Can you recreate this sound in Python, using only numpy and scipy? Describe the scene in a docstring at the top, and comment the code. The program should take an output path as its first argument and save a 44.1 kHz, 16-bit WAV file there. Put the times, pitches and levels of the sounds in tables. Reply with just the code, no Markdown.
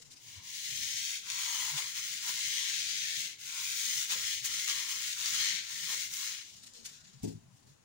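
"""A sleeve rustles in a small, quiet room, then a felt eraser wipes a whiteboard in long strokes to and fro.
The felt hisses with the hand's speed and rubs hollowly where it grips; the hard rim ticks at the turns.
The loose board flexes under the hand and knocks softly when the wiping is over, as the sleeves drop.
On a pair of microphones, the hiss reaches the left one about a millisecond late,
and that lag follows the eraser across the board."""
import sys
import numpy as np
from scipy import signal
from scipy.fft import rfft, irfft, next_fast_len
from scipy.io import wavfile
from scipy.ndimage import uniform_filter1d, map_coordinates

SR = 44100
rng = np.random.default_rng(int(sys.argv[2]) if len(sys.argv) > 2 else 0)


def inscribe(sig):
    """Save sig as 16-bit PCM at rate SR to the path in sys.argv[1].

    A 1-D sig is mono; a 2-D sig holds one channel per row.
    Samples are clipped to [-1, 1] before scaling.
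    """
    pcm = np.round(np.clip(np.atleast_2d(sig).T, -1, 1) * 32767)
    wavfile.write(sys.argv[1], SR, pcm.astype(np.int16))


N = 345811

# sweeps of the arm, turn to turn: start_s, speed_up_s, slow_down_s, full_speed_db, first_edge_hz,
# last_edge_hz, first_tilt_db_per_octave, last_tilt_db_per_octave, direct_share
ARM_STROKES = [(0.196, 0.16, 0.076, -48, 1980.0, 1310.0, 0.5, -5.5, 0.44),
               (0.412, 0.68, 0.12, -34, 1780.0, 1750, -1.5, -3.8, 0.6),
               (1.221, 0.39, 0.17, -32.5, 1120, 840.0, -2.5, -1.5, 0.72),
               (1.728, 0.045, 0.2, -34.5, 570.0, 1620, -3.1, -2.4, 0.45),
               (1.931, 0.2, 0.081, -35.3, 1290.0, 1640.0, -2.0, -3, 0.57),
               (2.148, 0.45, 0.75, -31.5, 1670, 1740, -2.4, -7, 0.4),
               (3.378, 0.624, 0.061, -33, 1610, 1420.0, -1.2, -0.5, 0.63),
               (4.09, 0.22, 0.112, -32, 810.0, 2120, -1.8, -4.0, 0.58),
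               (4.406, 0.18, 0.11, -33.5, 1130, 1590, -3, -1.2, 0.53),
               (4.671, 0.015, 0.23, -32.5, 1240, 1100, -3.5, -2.5, 0.5),
               (4.852, 0.255, 0.052, -34, 960.0, 1640.0, -1.7, -2.5, 0.55),
               (5.139, 0.31, 0.19, -29.8, 1040, 1650.0, 0.3, -8, 0.55),
               (5.576, 0.44, 0.072, -35, 1340, 1510, -3, -1.5, 0.4),
               (6.087, 0.16, 0.19, -36, 1360, 1300, 3, -6.5, 0.46),
               (6.326, 0.073, 0.26, -53, 1810, 3800, -1, -4, 0.25)]
# lag of the left microphone at first contact, then at the end of each stroke: lag_ms
TURN_LAGS_MS = [1.03, 1.02, .868, 1.03, .982, 1.042, .79, 1.04, .938, 1.022, .965, 1.05, .918, 1.04, .96,
                1.07]


def amp(db):
    """Decibels to gain."""
    return 10 ** (np.asarray(db) / 20)


def unit(x):
    """x at rms 1."""
    return x / np.sqrt(np.mean(x ** 2) + 1e-20)


def along(points, hz):
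    """(Hz, value) points read on a log axis."""
    f, v = np.transpose(points)
    return np.interp(np.log(hz + 1), np.log(f), v)


def wobble(rate):
    """A smooth random curve, rate knots a second."""
    return map_coordinates(rng.standard_normal(int(N * rate / SR) + 4), [np.arange(N) * rate / SR])


def filtered(x, response):
    """x times a response of frequency."""
    size = next_fast_len(N + 8192)
    return irfft(rfft(x, size) * response(np.fft.rfftfreq(size, 1 / SR)), size)[..., :N]


def coloured(x, spectrum):
    """x shaped by a spectrum, at rms 1."""
    return unit(filtered(x, lambda hz: amp(along(spectrum, hz))))


def add(track, s, sound):
    """Mix a sound into a track at time s."""
    part = track[..., round(s * SR):][..., :sound.shape[-1]]
    part += sound[..., :part.shape[-1]]


def hand_speeds(t):
    """One row per stroke: the hand eases up to full speed (1) and down to rest again."""
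    start, rise, fall = np.transpose(ARM_STROKES)[:3, :, None]
    ramp = np.minimum((t - start) / rise, (start + rise + fall - t) / fall)
    return np.sin(np.pi / 2 * np.clip(ramp, 0, 1))


def lag_ms(t):
    """The left microphone's lag follows the eraser's place on the board."""
    travelled = hand_speeds(t).cumsum(axis=1)
    return TURN_LAGS_MS[0] + np.diff(TURN_LAGS_MS) @ (travelled / travelled[:, -1:])


def mic_pair(x):
    """The direct sound at both microphones, the left one late."""
    n = np.arange(N)
    coarse = n[::64]
    late = n - np.interp(n, coarse, lag_ms(coarse / SR)) * SR / 1000
    return np.array([map_coordinates(x, [late], order=5), x])


def stereo_noise(direct):
    """White noise: a direct share common to both microphones, the rest scattered by the walls."""
    share = np.clip(direct, 0, 1)
    common = mic_pair(rng.standard_normal(N))
    return np.sqrt(share) * common + np.sqrt(1 - share) * rng.standard_normal((2, N))


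def in_room(x, wet_db, t60):
    """The direct sound and the short answer of the walls."""
    t = np.arange(SR // 2) / SR
    tail = rng.standard_normal((2, len(t))) * amp(-60 * t / t60) * (t > .003)
    tail /= np.linalg.norm(tail[0])
    return mic_pair(x) + amp(wet_db) * signal.fftconvolve(x[None], tail, axes=1)[:, :N]


def patches(shape, depth_db, bins, frames):
    """Random gain over frequency and time: nearby reflections shift as the hand moves."""
    field = rng.standard_normal(shape)
    for _ in range(2):
        field = uniform_filter1d(uniform_filter1d(field, bins, axis=-2), frames, axis=-1)
    return amp(depth_db * unit(field))


def room_tone(rumble_db=-67, air_db=-69, swell_db=1.7):
    """A low rumble that wells up unevenly, and a thin hiss."""
    # the room's low end: frequency_hz, level_db
    rumble_spectrum = [(20, -15), (45, -20), (75, -6.5), (130, -2), (210, -6.5), (300, -11.5), (450, -15),
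                       (700, -19), (1500, -34), (4000, -70)]
    # the room's hiss: frequency_hz, level_db
    air_spectrum = [(300, -2.5), (800, 0.5), (990, 8), (1150, 5), (5000, 1), (7200, 6), (8200, -4),
                    (9500, -1), (12000, -13), (13800, -16), (14700, -6), (15700, -7)]
    z = signal.stft(stereo_noise(direct=0.56), SR, nperseg=2048)[2]
    lumps = patches(z.shape[1:], depth_db=3.5, bins=2, frames=3)
    rumble = coloured(signal.istft(z * lumps, SR, nperseg=2048)[1][:, :N], rumble_spectrum)
    rumble *= amp(rumble_db + swell_db * wobble(rate=9))
    return rumble + amp(air_db) * coloured(stereo_noise(direct=0.092), air_spectrum)


def sleeves(gain_db=2, crinkle_db=2.3, crisp_hz=7800):
    """Cloth and hand brush along as the arm comes up and drops again; each brush swells and fades."""
    # brushes of the sleeve: peak_s, level_db, swell_s, t60_s, extra_treble_db
    sleeve_brushes = [(0, -58, .017, 2, 0), (.125, -55, .02, .4, 0), (6.465, -57, .017, .6, 0),
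                      (6.5, -56, .02, 1, -2), (6.64, -55.5, .012, .4, 2), (6.67, -56, .01, .5, -1),
                      (6.755, -52.5, .015, .5, -1), (6.861, -44.5, .016, .22, 2),
                      (6.897, -49.5, .012, .25, -2), (6.97, -58.5, .05, 1.3, -4), (7.082, -64, .02, .6, -3),
                      (7.175, -65, .03, .6, 0), (7.242, -55, .02, .5, 3.5), (7.292, -57, .02, .25, 2),
                      (7.575, -68, .05, .4, 5), (7.688, -62.5, .018, .25, 2)]
    # rustling cloth: frequency_hz, level_db
    cloth_spectrum = [(200, -21), (700, -36), (1400, -12), (2800, -6), (3700, -2), (7000, 0.5),
                      (8200, -8.5), (9500, -8), (11000, -19.5), (13500, -25), (14700, -9), (15700, -29)]
    t = np.arange(N) / SR
    power = np.array([amp(db - 60 * np.maximum(t - s, 0) / t60) ** 2
                      * np.exp(-2 * (np.minimum(t - s, 0) / swell) ** 2)
                      for s, db, swell, t60, _ in sleeve_brushes])
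    crispness = amp([row[-1] for row in sleeve_brushes]) ** 2
    z = signal.stft(stereo_noise(direct=0.25), SR, nperseg=512)[2]
    folds = patches(z.shape, depth_db=2.4, bins=2, frames=8)
    rustle = signal.istft(z * folds, SR, nperseg=512)[1][:, :N]
    cloth = coloured(rustle * amp(crinkle_db * wobble(rate=79)), cloth_spectrum)
    top = filtered(cloth, lambda hz: hz > crisp_hz)
    return amp(gain_db) * (np.sqrt(power.sum(0)) * (cloth - top) + np.sqrt(crispness @ power) * top)


def rubbing(t, speed_power=0.6, turn_dull_db=1, turn_diffuse=.2, linger_db=-4.8, linger_t60=0.5):
    """Hand speed and the felt's bites set the hiss's level, low edge, treble tilt and direct share."""
    # the felt bites as the hand bears down, mostly just after a turn:
    # time_s, louder_db, half_length_s, edge_drop_octaves, brighter_db_per_octave
    felt_bites = [(1.311, 2.5, 0.027, 0.0, 0), (1.785, 4.5, 0.015, 0.28, 0.5),
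                  (1.975, 5.5, 0.028, 0.21, 0.4), (2.276, 1.3, 0.056, 0.96, 2.5),
                  (3.232, 3.5, 0.14, 0.0, 3.5), (3.574, 0.3, 0.069, 0.38, -0.5),
                  (4.114, 10.5, 0.042, 0.069, 0.5), (4.457, 7, 0.02, 0.012, 4.5),
                  (4.704, 3.5, 0.022, 0.1, -0.2), (4.909, 5.5, 0.03, 0.08, 1.5),
                  (5.44, 2, 0.067, 0.0019, -0.2), (5.915, 2, 0.038, 0.6, 0.5)]
    strokes = np.transpose(ARM_STROKES)[:, :, None]
    start, rise, fall, full_db, first_hz, last_hz, first_tilt, last_tilt, direct = strokes
    speed = hand_speeds(t)
    progress = np.clip((t - start) / (rise + fall), 0, 1)
    power = (amp(full_db) * speed ** speed_power) ** 2 + 1e-14
    # the hiss lingers in the room and fills the turns
    kept = amp(-60 * (t[1] - t[0]) / linger_t60) ** 2
    power = power + amp(linger_db) ** 2 * signal.lfilter([1 - kept], [1, -kept], power)
    share = power / power.sum(0)  # strokes overlap where a turn is rounded
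    edge_hz = (share * (first_hz + (last_hz - first_hz) * progress)).sum(0)
    # a slowing hand loses treble and direct sound, leaving the room
    stroke_tilt = first_tilt + (last_tilt - first_tilt) * progress - turn_dull_db * (1 - speed) ** 2
    tilt = (share * stroke_tilt).sum(0)
    direct = (share * direct * speed ** turn_diffuse).sum(0)
    s, louder_db, length, octaves, brighter = np.transpose(felt_bites)
    bite = np.exp(-((t - s[:, None]) / length[:, None]) ** 2)
    level_db = 10 * np.log10(power.sum(0)) + louder_db @ bite
    return level_db, edge_hz / 2 ** (octaves @ bite), tilt + brighter @ bite, direct


def swish(hz, t, depth_db=1.9, count=10, echo_ms=(0.497, 6), slide_spread=1.83):
    """Each nearby reflection combs the hiss, and the combs sweep as the eraser travels."""
    moved_ms = lag_ms(t) - TURN_LAGS_MS[0]
    delays = rng.uniform(*echo_ms, (count, 2, 1, 1))
    slides = rng.normal(0, slide_spread, (count, 2, 1, 1))
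    combs = sum(np.cos(2 * np.pi * hz * (ms + slide * moved_ms) / 1000)
                for ms, slide in zip(delays, slides))
    return amp(depth_db * unit(combs))


def eraser_hiss(grain_db=1.0, judder_db=0.58, knee_hz=4000, steepness=5.1, hump_db=3, hump_octaves=0.077):
    """Countless felt fibres slip at once; speed brightens them, pressure lets the board sound lower."""
    # the felt's hiss as heard, with the microphones' bright peaks near 6.6 and 15 kHz:
    # frequency_hz, level_db
    hiss_spectrum = [(100.0, -30.0), (600.0, -25.5), (920.0, -16.5), (1300.0, -14.5), (2100.0, -9),
                     (2500.0, -8), (3300.0, -6.5), (5000.0, -6.6), (6600.0, -1), (8100.0, -11),
                     (9500.0, -11.5), (13850.0, -21), (14650.0, -11.5), (15700.0, -7.5)]
    # the board's rings under the felt and the hollows between: centre_hz, width_hz, gain_db
    board_rings = [(848, 78, 7.5), (930, 26, 7), (1002.3, 37, 13), (1664, 40, 2), (2084, 300, 2.2),
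                   (2750, 390, -1), (3290, 260, 2.5), (3750, 260, 0.15), (4190, 350, 2)]
    coarse = np.arange(0, N, 64)
    level_db, _, _, direct = [np.interp(np.arange(N), coarse, curve) for curve in rubbing(coarse / SR)]
    hz, t, z = signal.stft(unit(stereo_noise(direct)), SR, nperseg=1024)
    hz = hz[:, None] + 1
    _, edge_hz, tilt_db, _ = rubbing(t)
    colour = unit(amp(along(hiss_spectrum, hz)))
    board = amp(sum(db / (1 + (2 * (hz - centre) / width) ** 2) for centre, width, db in board_rings))
    # the pad radiates only above a steep, resonant edge, which drops as it bears down
    hump = amp(hump_db * np.exp(-(np.log2(hz / edge_hz) / hump_octaves) ** 2))
    contact = hump / np.sqrt(1 + (edge_hz / hz) ** (2 * steepness))
    treble = amp(tilt_db * np.log2(np.maximum(hz / knee_hz, 1)))
    reflections = patches(z.shape, depth_db=1.15, bins=3, frames=13) * swish(hz, t)
    hiss = signal.istft(z * colour * board * contact * treble * reflections, SR, nperseg=1024)[1][:, :N]
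    grip = unit(amp(grain_db * wobble(rate=900) + judder_db * wobble(rate=42)))
    return hiss * grip * amp(level_db)


def board_flexes(fade_s=.016):
    """The board gives soft low thuds that swell for a few cycles and stop short."""
    # soft thuds as the board gives: peak_s, level_db, pitch_hz, swell_s
    heaves = [(.382, -48.5, 94, .016), (.734, -55, 132, .02), (1.756, -45, 146, .03),
              (3.186, -60, 135, .02), (3.979, -58, 123, .02), (4.43, -55, 128, .015),
              (7.165, -50.5, 135, .02), (7.23, -49, 70, .014), (7.543, -56, 119, .025),
              (7.712, -55, 137, .025)]
    track, t = np.zeros(N), np.arange(SR // 5) / SR - .1
    for s, db, hz, swell_s in heaves:
        heave = np.exp(-(t / np.where(t < 0, swell_s, fade_s)) ** 2)
        add(track, s + t[0], amp(db) * heave * np.sin(2 * np.pi * (hz * t + rng.random())))
    return mic_pair(track)


def eraser_drags(half_width_hz=110):
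    """Eraser and board resonate briefly while the felt grips."""
    # the eraser lands, presses, turns or lifts: peak_s, level_db, half_length_s, resonance_hz
    hollow_rubs = [(0.421, -70.5, 0.12, 1023), (1.812, -66, 0.045, 487), (2.283, -66, 0.031, 500),
                   (2.375, -63, .03, 1010), (2.44, -50.5, 0.079, 2080), (2.62, -66, .1, 1050),
                   (3.08, -50, 0.13, 1840), (3.581, -62, 0.07, 1000), (4.156, -60.5, 0.05, 490),
                   (2.6, -47, 0.078, 3380), (4.3, -45.5, 0.068, 3330), (4.62, -51, 0.034, 2050),
                   (4.727, -66, 0.055, 487), (4.903, -77, 0.068, 476), (5.1, -51, 0.033, 1970),
                   (5.39, -48, 0.054, 3190), (5.43, -44.5, 0.065, 4260), (5.49, -45.5, 0.046, 2000),
                   (5.7, -69, 0.028, 1070), (5.931, -67, 0.057, 505), (6.22, -62.5, 0.046, 1100),
                   (6.778, -66, 0.044, 504), (6.892, -67, 0.025, 1850), (6.998, -68, 0.037, 1490)]
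    track, t = np.zeros(N), np.arange(SR // 2) / SR - .25
    hz = np.fft.rfftfreq(len(t), 1 / SR)
    for s, db, length, body_hz in hollow_rubs:
        band = 1 / (1 + ((hz - body_hz) / half_width_hz) ** 4)
        body = unit(irfft(rfft(rng.standard_normal(len(t))) * band, len(t)))
        add(track, s + t[0], amp(db) * np.exp(-(t / length) ** 2) * body)
    return in_room(track, wet_db=-2.0, t60=0.12)


def dry_ticks(t60=.003):
    """The eraser's hard rim catches on the board with dry little cracks; later, it scuffs at the board's edge
    with a few ticks, and the eraser is set down with a click."""
    # dry little cracks: start_s, peak_db, low_hz, high_hz; the rim catches up to 6.2 s, then the eraser scuffs
    # at the board's edge, and it is set down at 7.23 s
    dry_cracks = [(1.3012, -17, 2000, 7000), (1.3074, -25, 2000, 8000), (1.3184, -22, 2000, 7000),
                  (4.1074, -22, 2000, 8000), (4.1204, -21, 2000, 8000), (4.1334, -20, 2000, 7000),
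                  (4.2075, -24, 2000, 7000), (4.6778, -21, 2000, 8000), (4.6974, -18, 2000, 8000),
                  (5.2151, -24, 2000, 8000), (5.2595, -17, 2000, 7500), (6.137, -23, 3500, 9000),
                  (6.6344, -43, 4000, 10000), (6.6653, -42, 4000, 10000), (6.7361, -35.5, 3000, 9000),
                  (6.8578, -35, 4000, 11000), (7.2325, -33, 4000, 16000), (7.674, -55, 5000, 13000)]
    track, t = np.zeros(N), np.arange(SR // 20) / SR
    for s, db, low_hz, high_hz in dry_cracks:
        band = signal.butter(2, [low_hz, high_hz], 'band', fs=SR, output='sos')
        crack = signal.sosfilt(band, rng.standard_normal(len(t)) * amp(-60 * t / t60))
        add(track, s, amp(db) * crack / abs(crack).max())
    return in_room(track, wet_db=-5, t60=.15)


def board_knocks(rise_cycles=3.6, scatter_db=.8, thud_db=-10, thud_t60=.3, choke_db=9, choke_s=0.025):
    """Each blow rings the panel; a softer contact swells more slowly and reaches only its lowest modes."""
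    # the board knocks and settles: start_s, peak_db, contact_cutoff_hz, free_ring_s
    board_blows = [(7.229, -27, 500, .15), (7.27, -40, 550, .11), (7.32, -39, 180, .062)]
    # the panel's modes: pitch_hz, level_db, t60_s
    panel_modes = [(72, -12, .2), (107, -6, .3), (122, -12, .2), (143, -11, .2), (163, -5, .34),
                   (201, -2, .17), (223, 0, .17), (248, 3, .1), (267, 1, .27), (311, -11, .25),
                   (351, -3.5, .24), (417, -3.5, .25), (481, -15, .25), (533, -17, .22), (597, -19, .2),
                   (738, -24, .2), (853, -19, .22), (891, -21, .25)]
    # the crowd of higher modes, heard as a dull thud: frequency_hz, level_db
    thud_spectrum = [(40, -32), (100, -5), (260, 0), (420, -5), (560, -10), (700, -14), (900, -13.5),
                     (1300, -24), (3000, -50)]
    track, t = np.zeros(N), np.arange(SR // 2) / SR
    hz, mode_db, t60 = np.transpose(panel_modes)[:, :, None]
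    thud_shape = amp(along(thud_spectrum, np.fft.rfftfreq(len(t), 1 / SR)))
    for s, db, cutoff_hz, free_s in board_blows:
        strength = amp(mode_db + scatter_db * rng.standard_normal(hz.shape))
        phase = rng.normal(0, .5, hz.shape)
        modes = strength * amp(-60 * t / t60) * np.sin(2 * np.pi * hz * t + phase)
        ring = modes.sum(0) / np.linalg.norm(strength)
        crowd = unit(irfft(rfft(rng.standard_normal(len(t))) * thud_shape, len(t)))
        onset = 1 - np.exp(-(t * cutoff_hz / rise_cycles) ** 2)
        blow = (ring + amp(thud_db - 60 * t / thud_t60) * crowd) * onset
        blow = signal.sosfilt(signal.butter(3, cutoff_hz, fs=SR, output='sos'), blow)
        choke = amp(-choke_db * np.clip((t - free_s) / choke_s, 0, 1))  # the ring drops away quickly
        add(track, s, amp(db) * choke * blow / abs(blow).max())
    return mic_pair(track)


def scene():
    """Everything that reaches the two microphones."""
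    wiping = eraser_hiss() + eraser_drags() + dry_ticks()
    return wiping + board_knocks() + board_flexes() + sleeves() + room_tone()


def record(dry, top_hz=15770):
    """The left microphone is the more sensitive below 8 kHz; nothing passes above the band limit."""
    # balance of the pair: frequency_hz, left_over_right_db
    mic_balance = [(60, 2), (450, 6), (740, 1), (1220, 5.5), (2010, 6.5), (3330, 6), (5500, 4.5),
                   (7200, 7.5), (8500, -1), (9500, -3.5), (12000, -1), (15000, -1.5)]

    def response(hz):
        ratio = amp(along(mic_balance, hz))
        return np.array([ratio, np.ones_like(hz)]) * np.sqrt(2 / (1 + ratio ** 2)) * (hz < top_hz)
    return filtered(dry, response)


dry = scene()
out = record(dry)
inscribe(out)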